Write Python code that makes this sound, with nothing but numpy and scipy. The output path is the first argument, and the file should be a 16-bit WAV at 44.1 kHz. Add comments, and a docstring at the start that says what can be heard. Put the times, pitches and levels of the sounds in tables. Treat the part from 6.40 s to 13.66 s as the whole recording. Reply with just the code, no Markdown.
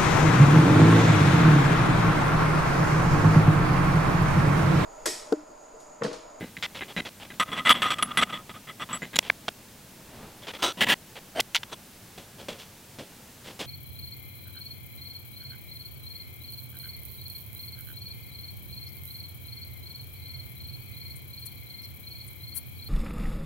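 """A metal flange is spun down a tap held in a vise, unclamped, filed and screwed to a pipe fitting.
The bench stands in a quiet workshop, close and straight ahead of the microphone. Each contact is a blow
and a chatter of slips that ring the touched metal; the work runs in time-lapse, so most sounds last a
few hundredths of a second and stop abruptly. A sleeve swishes once, over room rumble and faint hiss."""
import sys
import numpy as np
from scipy import signal
from scipy.fft import rfft, irfft
from scipy.io import wavfile

SR = 44100
rng = np.random.default_rng(int(sys.argv[2]) if len(sys.argv) > 2 else 0)


def dump_mix(stems):
    """Bounce the given channels to the path in sys.argv[1] as a 16-bit WAV at rate SR."""
    frames = np.atleast_2d(stems).T  # one column per channel
    limited = np.clip(frames, -1, 1)  # hard clip at full scale
    pcm = np.round(limited * 32767).astype(np.int16)
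    wavfile.write(sys.argv[1], SR, pcm)


N = 320166
TIME = np.arange(N) / SR


def undb(db):
    """Decibels to gain."""
    return 10 ** (np.asarray(db) / 20)


def at_level(sound, db):
    """Scale to an rms level."""
    return sound * undb(db) / np.sqrt(np.mean(sound ** 2))


def colour_db(hz, colour):
    """Join (pitch_hz, level_db) points on a logarithmic frequency axis."""
    points_hz, points_db = np.transpose(colour)
    return np.interp(np.log(hz + 1), np.log(points_hz), points_db)


def noise(colour, db):
    """Steady noise of a given colour and rms level."""
    hz = np.arange(N // 2 + 1) * SR / N
    spectrum = rfft(rng.standard_normal(N)) * undb(colour_db(hz, colour))
    return at_level(irfft(spectrum, N), db)


def wander(rate_hz, count):
    """Random values at a steady rate, joined by straight lines."""
    return np.interp(TIME * rate_hz, np.arange(count), rng.standard_normal(count))


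def ring(colour, modes, thud_db, edge_db, size, thud_hz=601, edge_hz=4510):
    """Impulse response of a part: a heavy push adds bass (thud), a sharp edge adds treble."""
    hz = np.arange(size // 2 + 1) * SR / size
    resonance = 1 + sum(undb(boost_db) ** 2 / (1 + (2 * (hz - pitch_hz) / width_hz) ** 2)
                        for pitch_hz, width_hz, boost_db in modes)
    bass_db = thud_db / (1 + (hz / thud_hz) ** 2)
    treble_db = edge_db * hz ** 3 / (hz ** 3 + edge_hz ** 3)
    magnitude = undb(colour_db(hz, colour) + bass_db + treble_db) * np.sqrt(resonance)
    cepstrum = irfft(np.log(magnitude))
    # folding the cepstrum puts all the ringing after the blow
    cepstrum[1:size // 2] *= 2
    cepstrum[size // 2 + 1:] = 0
    return irfft(np.exp(rfft(cepstrum)))


def contacts(rows, colour, modes, blow, grit_db, slip_hz, slip_db, stop_s, spot_db=2.5, size=8192):
    """Each contact is a first blow, then uneven slips over tiny ridges; its ring is cut short."""
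    out, t = np.zeros(N + size), TIME[:size]
    for start, length, db, crest, fall_db, thud_db, edge_db in rows:
        ridges = rng.standard_normal(size) * undb(grit_db * rng.exponential(size=size))
        slips = undb(slip_db * np.interp(t * slip_hz, np.arange(size), rng.standard_normal(size)))
        # crest is a share of the length; fall_db is the drop over one whole length
        pressure = undb(-fall_db * np.abs(t / length - crest)) * (t < length)
        force = ridges * slips * pressure
        # a contact that starts under full pressure lands hard; one that swells lands softly
        force[0] += blow * pressure[0] * np.linalg.norm(force)
        # every contact touches another spot, which favours other modes
        favoured = [(hz, width, boost + spot_db * rng.standard_normal()) for hz, width, boost in modes]
        sound = signal.fftconvolve(force, ring(colour, favoured, thud_db, edge_db, size))[:size]
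        sound *= np.exp(-np.maximum(t - length, 0) / stop_s)
        first = int(start * SR)
        out[first:first + size] += at_level(sound, db) * np.sqrt(length * SR / size)
    return out[:N]


def scrapes(table, fall_db, thud_db, edge_db, typical_db=-30):
    """Contact rows for a hand of even weight: a soft scrape is mostly thud, a hard one is sharper."""
    rows = []
    for start, length, db, crest in table:
        excess_db = db - typical_db
        thud, edge = thud_db - 0.54 * excess_db, edge_db + 0.06 * excess_db
        rows.append((start, length, db, crest, fall_db, thud, edge))
    return rows


def strokes(table, crest, fall_db, thud_db, edge_db):
    """Scrapes that all crest at the same share of their length."""
    return scrapes([(*row, crest) for row in table], fall_db, thud_db, edge_db)


def blows(table, crest, fall_db):
    """Contact rows that crest and fade alike, each with its own thud and edge."""
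    return [(start, length, db, crest, fall_db, thud, edge) for start, length, db, thud, edge in table]


def workshop():
    """Room rumble sits in the middle; microphone hiss lies wide, opposite in the two channels."""
    # spectra of the room and the hiss: pitch_hz, level_db
    room_colour = [(15, -41), (25, -37), (43, -18), (111, -3.5), (166, -6.5), (200, -4), (384, -20.5),
                   (439, -18), (887, -28), (1700, -19), (1840, -20.5), (2550, -20), (14400, -24),
                   (16000, -23.5)]
    hiss_colour = [(15, -33), (25, 3), (217, -0.5), (277, 2), (363, -1.5), (4870, -4), (14800, -0.5),
                   (16000, -4)]
    rumble = noise(room_colour, db=-50.5) * undb(0.3 * wander(rate_hz=6.8, count=200))
    hiss = noise(hiss_colour, db=-58)
    return rumble + hiss * np.array([[1], [-1]])


def vise(shudder_s=0.04, shudder_db=-48.5):
    """The vise and its handle are worked; the bench shudders after each blow."""
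    # blows on the vise: start_s, length_s, level_db, thud_db, edge_db
    hits = [(0.009, 0.042, -34, 14, -4), (0.168, 0.009, -35.5, -29, -2), (0.409, .028, -33.5, -9, -14),
            (0.565, 0.043, -28.5, -1, 2), (0.903, 0.02, -41.5, -10, -27), (2.62, 0.035, -34, 2, -1),
            (2.733, 0.026, -38.5, -1, 1), (2.758, .012, -23, -12, 21)]
    # broad spectrum of the vise: pitch_hz, level_db
    colour = [(90, -5), (180, 5.5), (400, -1.5), (900, -8.5), (1800, -9), (3200, -7), (5000, -24),
              (8000, -31.5), (15000, -46)]
    # its resonances: pitch_hz, width_hz, boost_db
    modes = [(1620, 60, 9), (2020, 70, 15), (2450, 100, 5), (3900, 110, 9), (7050, 110, 14),
             (10500, 140, 11)]
    shudders = [(start + length, shudder_s, shudder_db) for start, length, *_ in hits]
    rows = blows(hits, crest=0.1, fall_db=4)
    rows += strokes(shudders, crest=0.24, fall_db=15, thud_db=2, edge_db=15)
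    return contacts(rows, colour, modes, blow=0.33, grit_db=2.5, slip_hz=344, slip_db=3.5, stop_s=0.0021)


def tools(bounce_from_s=5.147, gap_s=0.0058, touch_s=0.0047, settle_s=0.017, count=4):
    """Steel tools clack, bounce and give short knocks; one knock is the tap set down on the bench."""
    # blows of the tools: start_s, length_s, level_db, thud_db, edge_db
    clack_hits = [(0.226, .038, -29.5, 4, -4.5), (2.7885, 0.0038, -9.5, 2, 2.5),
                  (5.002, 0.0084, -20.5, 5, 14.5), (5.232, 0.0063, -32.5, 5, -10)]
    knock_hits = [(2.899, .0035, -11.5, -24, -14), (3.081, 0.01, -24.5, 7, 10.5),
                  (4.994, 0.0058, -20.5, 7, -8)]
    # broad spectra of the struck parts: pitch_hz, level_db
    clack_colour = [(90, -16), (180, -14), (400, -12.5), (900, -5), (1900, -7.5), (3100, 1.5), (5000, -5),
                    (8000, -19.5), (12000, -20), (15000, -28)]
    knock_colour = [(90, -10), (180, -6.5), (400, -3), (750, -2), (1800, -1), (3200, 6), (5000, -13.5),
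                    (8000, -27), (15000, -37)]
    # their resonances: pitch_hz, width_hz, boost_db
    clack_modes = [(1450, 57, 3.5), (2080, 240, 10.2), (3200, 110, 3.5), (3470, 77, 7.3), (7350, 350, 8.1)]
    knock_modes = [(710, 190, 6.3), (1560, 200, 11), (2420, 210, 2.1)]
    bounces = [(bounce_from_s + k * gap_s, touch_s, -20) for k in range(count)]
    bounces.append((bounce_from_s + count * gap_s, settle_s, -36.5))
    clack_rows = blows(clack_hits, crest=0.25, fall_db=8)
    clack_rows += strokes(bounces, crest=0.25, fall_db=19, thud_db=-10, edge_db=-1)
    clacks = contacts(clack_rows, clack_colour, clack_modes,
                      blow=0.39, grit_db=1.1, slip_hz=684, slip_db=1, stop_s=0.00095)
    knocks = contacts(blows(knock_hits, crest=0.52, fall_db=12), knock_colour, knock_modes,
                      blow=0.3, grit_db=1, slip_hz=686, slip_db=6, stop_s=0.0007)
    return clacks + knocks


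def hands(release_s=0.11, fall_db_per_s=285, twist_edge_db=5):
    """Hands slide over the parts, then twist the fitting on; every twist dies away alike."""
    # slides of the hands: start_s, length_s, level_db
    rubs = [(0.348, 0.051, -39.5), (0.482, 0.048, -44), (0.652, 0.039, -38), (0.8, 0.067, -45),
            (2.828, 0.08, -43.5), (4.022, .05, -47.5), (4.07, 0.048, -37.5), (4.136, 0.038, -40),
            (4.756, 0.035, -42)]
    # twists of the fitting: start_s, rise_s, level_db, thud_db
    twists = [(5.778, .006, -48, 7), (5.985, .018, -48.5, 5.5), (6.085, .005, -39, 3),
              (6.185, .024, -50, -16), (6.587, 0.01, -43.5, 11), (7.045, .038, -46.5, 3),
              (7.193, .017, -38.5, -1)]
    # broad spectrum of the handled parts: pitch_hz, level_db
    colour = [(90, -0.5), (180, 1.5), (400, 1), (900, -6.5), (1800, -5), (3200, -1), (5000, -10),
              (8000, -19), (15000, -30)]
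    # their resonances: pitch_hz, width_hz, boost_db
    modes = [(543, 105, 6.8), (830, 340, 3.8), (3350, 120, 3.3)]
    rows = strokes(rubs, crest=0.4, fall_db=10, thud_db=-14.5, edge_db=-5.5)
    for start, rise, db, thud_db in twists:
        length = rise + release_s
        rows.append((start, length, db, rise / length, fall_db_per_s * length, thud_db, twist_edge_db))
    return contacts(rows, colour, modes, blow=0.26, grit_db=1.5, slip_hz=302, slip_db=2.5, stop_s=0.003)


def flange(spin_from_s=1.06, spin_to_s=2.02, nudge_s=0.06, nudge_count=16, click_s=0.005):
    """The flange drops on the flutes with a bright click and a rattle, and scrapes round the tap."""
    # drops against the flutes: start_s, length_s, level_db
    drops = [(0.998, 0.038, -22), (1.294, .036, -12), (1.420, 0.035, -22.5), (1.505, 0.039, -26),
             (1.585, 0.02, -29.5), (1.625, 0.01, -19.5), (1.773, 0.033, -20.5)]
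    # turns on the tap: start_s, length_s, level_db, crest_share
    turns = [(1.118, 0.043, -32, .25), (1.166, 0.042, -30, 0.44), (1.252, 0.04, -19.5, 0.61),
             (1.342, 0.064, -32, 0.18), (1.455, 0.047, -26, .25), (1.705, 0.018, -32.5, 0.84),
             (1.811, 0.027, -19.5, 0.81), (1.895, 0.025, -37, 0.25), (1.926, 0.051, -33.5, 0.29),
             (2.094, 0.024, -39.5, 0.19), (2.14, 0.041, -44, 0.35), (2.272, 0.046, -40.5, 0.54),
             (2.397, .046, -34, 0.57), (2.49, .085, -35, 0.51)]
    # broad spectrum of the flange: pitch_hz, level_db
    colour = [(90, -3), (180, 3.5), (380, -4), (660, 0.5), (850, -3.5), (1800, -0.5), (2500, 0),
              (3200, 1.5), (5000, -16.5), (8000, -20.5), (15000, -34.5)]
    # its resonances: pitch_hz, width_hz, boost_db
    modes = [(225, 60, 6), (1030, 50, 8), (1250, 48, 20), (1995, 60, 10), (2820, 40, 4), (3385, 90, 12),
             (5730, 120, 7), (7790, 70, 17), (8370, 60, 10), (10945, 40, 22), (13000, 80, 17)]
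    # fingers keep nudging it round, unevenly and more and more lightly
    time_scatter, level_scatter = rng.standard_normal((nudge_count, 2)).T
    starts_s = np.linspace(spin_from_s, spin_to_s - nudge_s, nudge_count) + 0.006 * time_scatter
    levels_db = np.linspace(-41, -45.5, nudge_count) + 2.5 * level_scatter
    nudges = [(start, nudge_s, db) for start, db in zip(starts_s, levels_db)]
    clicks = [(start, click_s, db - 2) for start, _, db in drops]
    rows = strokes(clicks, crest=0.33, fall_db=-1, thud_db=-7, edge_db=8.5)
    rows += strokes(drops, crest=0.2, fall_db=9.5, thud_db=-3, edge_db=-1)
    rows += scrapes(turns, fall_db=14, thud_db=-1, edge_db=-4)
    rows += strokes(nudges, crest=0.59, fall_db=10, thud_db=3, edge_db=-7)
    return contacts(rows, colour, modes,
                    blow=0.28, grit_db=2, slip_hz=344, slip_db=2.5, stop_s=0.0089, spot_db=3)


def flange_pings(stop_s=0.001):
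    """The flange rings on in its thin, high modes when the fingers let go."""
    # high modes of the flange: mode_name -> pitch_hz
    mode_hz = {"lower": 7780, "upper": 10910, "top": 13000}
    # free rings: start_s, length_s, mode_name, level_db, t60_s
    pings = [(0.999, .034, "lower", -28, 0.085), (1.29, 0.053, "upper", -33, 0.36),
             (1.293, 0.018, "top", -30, .04), (1.482, 0.024, "lower", -42, 0.12),
             (1.626, 0.065, "upper", -20, 0.084), (1.776, .031, "upper", -24, 0.069),
             (2.53, 0.049, "lower", -27.5, 0.21), (2.55, 0.0165, "upper", -35, .15)]
    out = np.zeros(N)
    for start, length, mode, db, t60 in pings:
        t, first = TIME[:int(length * SR)], int(start * SR)
        decay = np.exp(-np.log(1000) * t / t60)
        cutoff = np.minimum((length - t) / stop_s, 1)
        out[first:first + len(t)] += undb(db) * decay * cutoff * np.sin(2 * np.pi * mode_hz[mode] * t)
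    return out


def sleeve():
    """A sleeve swishes as the arm comes back, fluttering with its folds."""
    # swell of the swish: time_s, level_db
    swell = [(3.5, -54.5), (3.66, -51.5), (3.76, -47), (3.84, -47), (3.96, -51.5), (4.08, -55)]
    # spectrum of the cloth: pitch_hz, level_db
    colour = [(80, 0), (230, 3), (450, -1.5), (900, -3.5), (1400, -10), (4000, -18), (12000, -48.5)]
    cloth = noise(colour, db=0)
    swell_db = np.interp(TIME, *np.transpose(swell))
    flutter_db = 1.06 * wander(rate_hz=36, count=400)
    return cloth * undb(swell_db + flutter_db)


def glides(table, thud_db, edge_db, glide_s=0.035, softer_db=17.5):
    """Rows for a soft swell that leads into each contact, as when a file glides on before it bites."""
    lead_ins = [(start - glide_s, glide_s, db - softer_db) for start, _, db, _ in table]
    return strokes(lead_ins, crest=1, fall_db=5, thud_db=thud_db, edge_db=edge_db)


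def files():
    """Files rasp the face, bite the rim and scrape the bore; later the flange gives one short clink."""
    # a file's rasp on the face, then the flange's clink: start_s, length_s, level_db, crest_share
    rasp_and_clink = [(4.224, 0.1, -25.5, 0.21), (5.318, 0.027, -37, 0.47)]
    # file strokes on rim and bore: start_s, length_s, level_db, crest_share
    rim_strokes = [(4.408, 0.039, -19.5, 0.24), (4.468, 0.017, -28, 0.28), (4.486, 0.038, -19.5, 0.51),
                   (4.52, .021, -20.5, 0.44)]
    bore_strokes = [(4.951, .046, -30, 0.82)]
    # broad spectrum of each surface: pitch_hz, level_db
    face_colour = [(90, -7), (180, -5.5), (400, 3), (900, 1.5), (1800, -2), (3200, 1), (5000, -8),
                   (8000, -17.5), (15000, -26)]
    rim_colour = [(90, 2), (180, 16), (400, 10), (900, 8.5), (1800, 2), (3200, 9.5), (5000, -3), (8000, -9),
                  (15000, -11.5)]
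    bore_colour = [(90, -1), (180, 5), (400, 4.5), (900, -0.5), (1800, 2), (3200, -10), (5000, -11.5),
                   (8000, -25), (15000, -23.5)]
    # their resonances: pitch_hz, width_hz, boost_db
    face_modes = [(350, 50, 7), (1010, 90, 6), (1350, 50, 13), (3030, 40, 6), (3410, 50, 13),
                  (3890, 80, 11), (5820, 50, 10), (6360, 120, 9), (8230, 70, 13), (10600, 50, 13)]
    rim_modes = [(992, 30, 5.3), (1696, 50, 13), (1930, 88, 16.6), (2970, 650, 5.8), (7300, 110, 2.7),
                 (9100, 260, 5.8)]
    bore_modes = [(660, 36, 18), (3080, 52, 22.4), (4500, 70, 11), (8700, 40, 26), (12700, 28, 12)]
    face_rows = scrapes(rasp_and_clink, fall_db=22.5, thud_db=4.5, edge_db=5)
    face_rows += glides(rasp_and_clink, thud_db=-6, edge_db=1)
    face = contacts(face_rows, face_colour, face_modes,
                    blow=0.22, grit_db=2.5, slip_hz=506, slip_db=3, stop_s=0.0032)
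    rim_rows = scrapes(rim_strokes, fall_db=10, thud_db=-0.5, edge_db=0)
    rim_rows += glides(rim_strokes, thud_db=10, edge_db=5)
    rim = contacts(rim_rows, rim_colour, rim_modes,
                   blow=0.22, grit_db=1.2, slip_hz=570, slip_db=1.5, stop_s=0.0024)
    bore_rows = scrapes(bore_strokes, fall_db=13, thud_db=-1, edge_db=3.5)
    bore = contacts(bore_rows, bore_colour, bore_modes,
                    blow=0.1, grit_db=1.5, slip_hz=417, slip_db=2.5, stop_s=0.003)
    return face + rim + bore


def scene():
    """All the work happens straight ahead of the microphone, with the workshop behind it."""
    work = flange() + vise() + tools() + files() + hands()
    # small parts radiate little deep bass
    low_cut = signal.butter(1, 65, "high", fs=SR, output="sos")
    return signal.sosfilt(low_cut, work) + flange_pings() + sleeve() + workshop()


def record(dry):
    """The recorder rounds the loudest peaks and cuts the top treble."""
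    ceiling, top_hz = 0.8, 15800
    rounded = ceiling * np.tanh(dry / ceiling)
    high_cut = signal.ellip(8, 0.2, 70, top_hz, fs=SR, output="sos")
    return signal.sosfilt(high_cut, rounded)


dry = scene()
out = record(dry)
dump_mix(out)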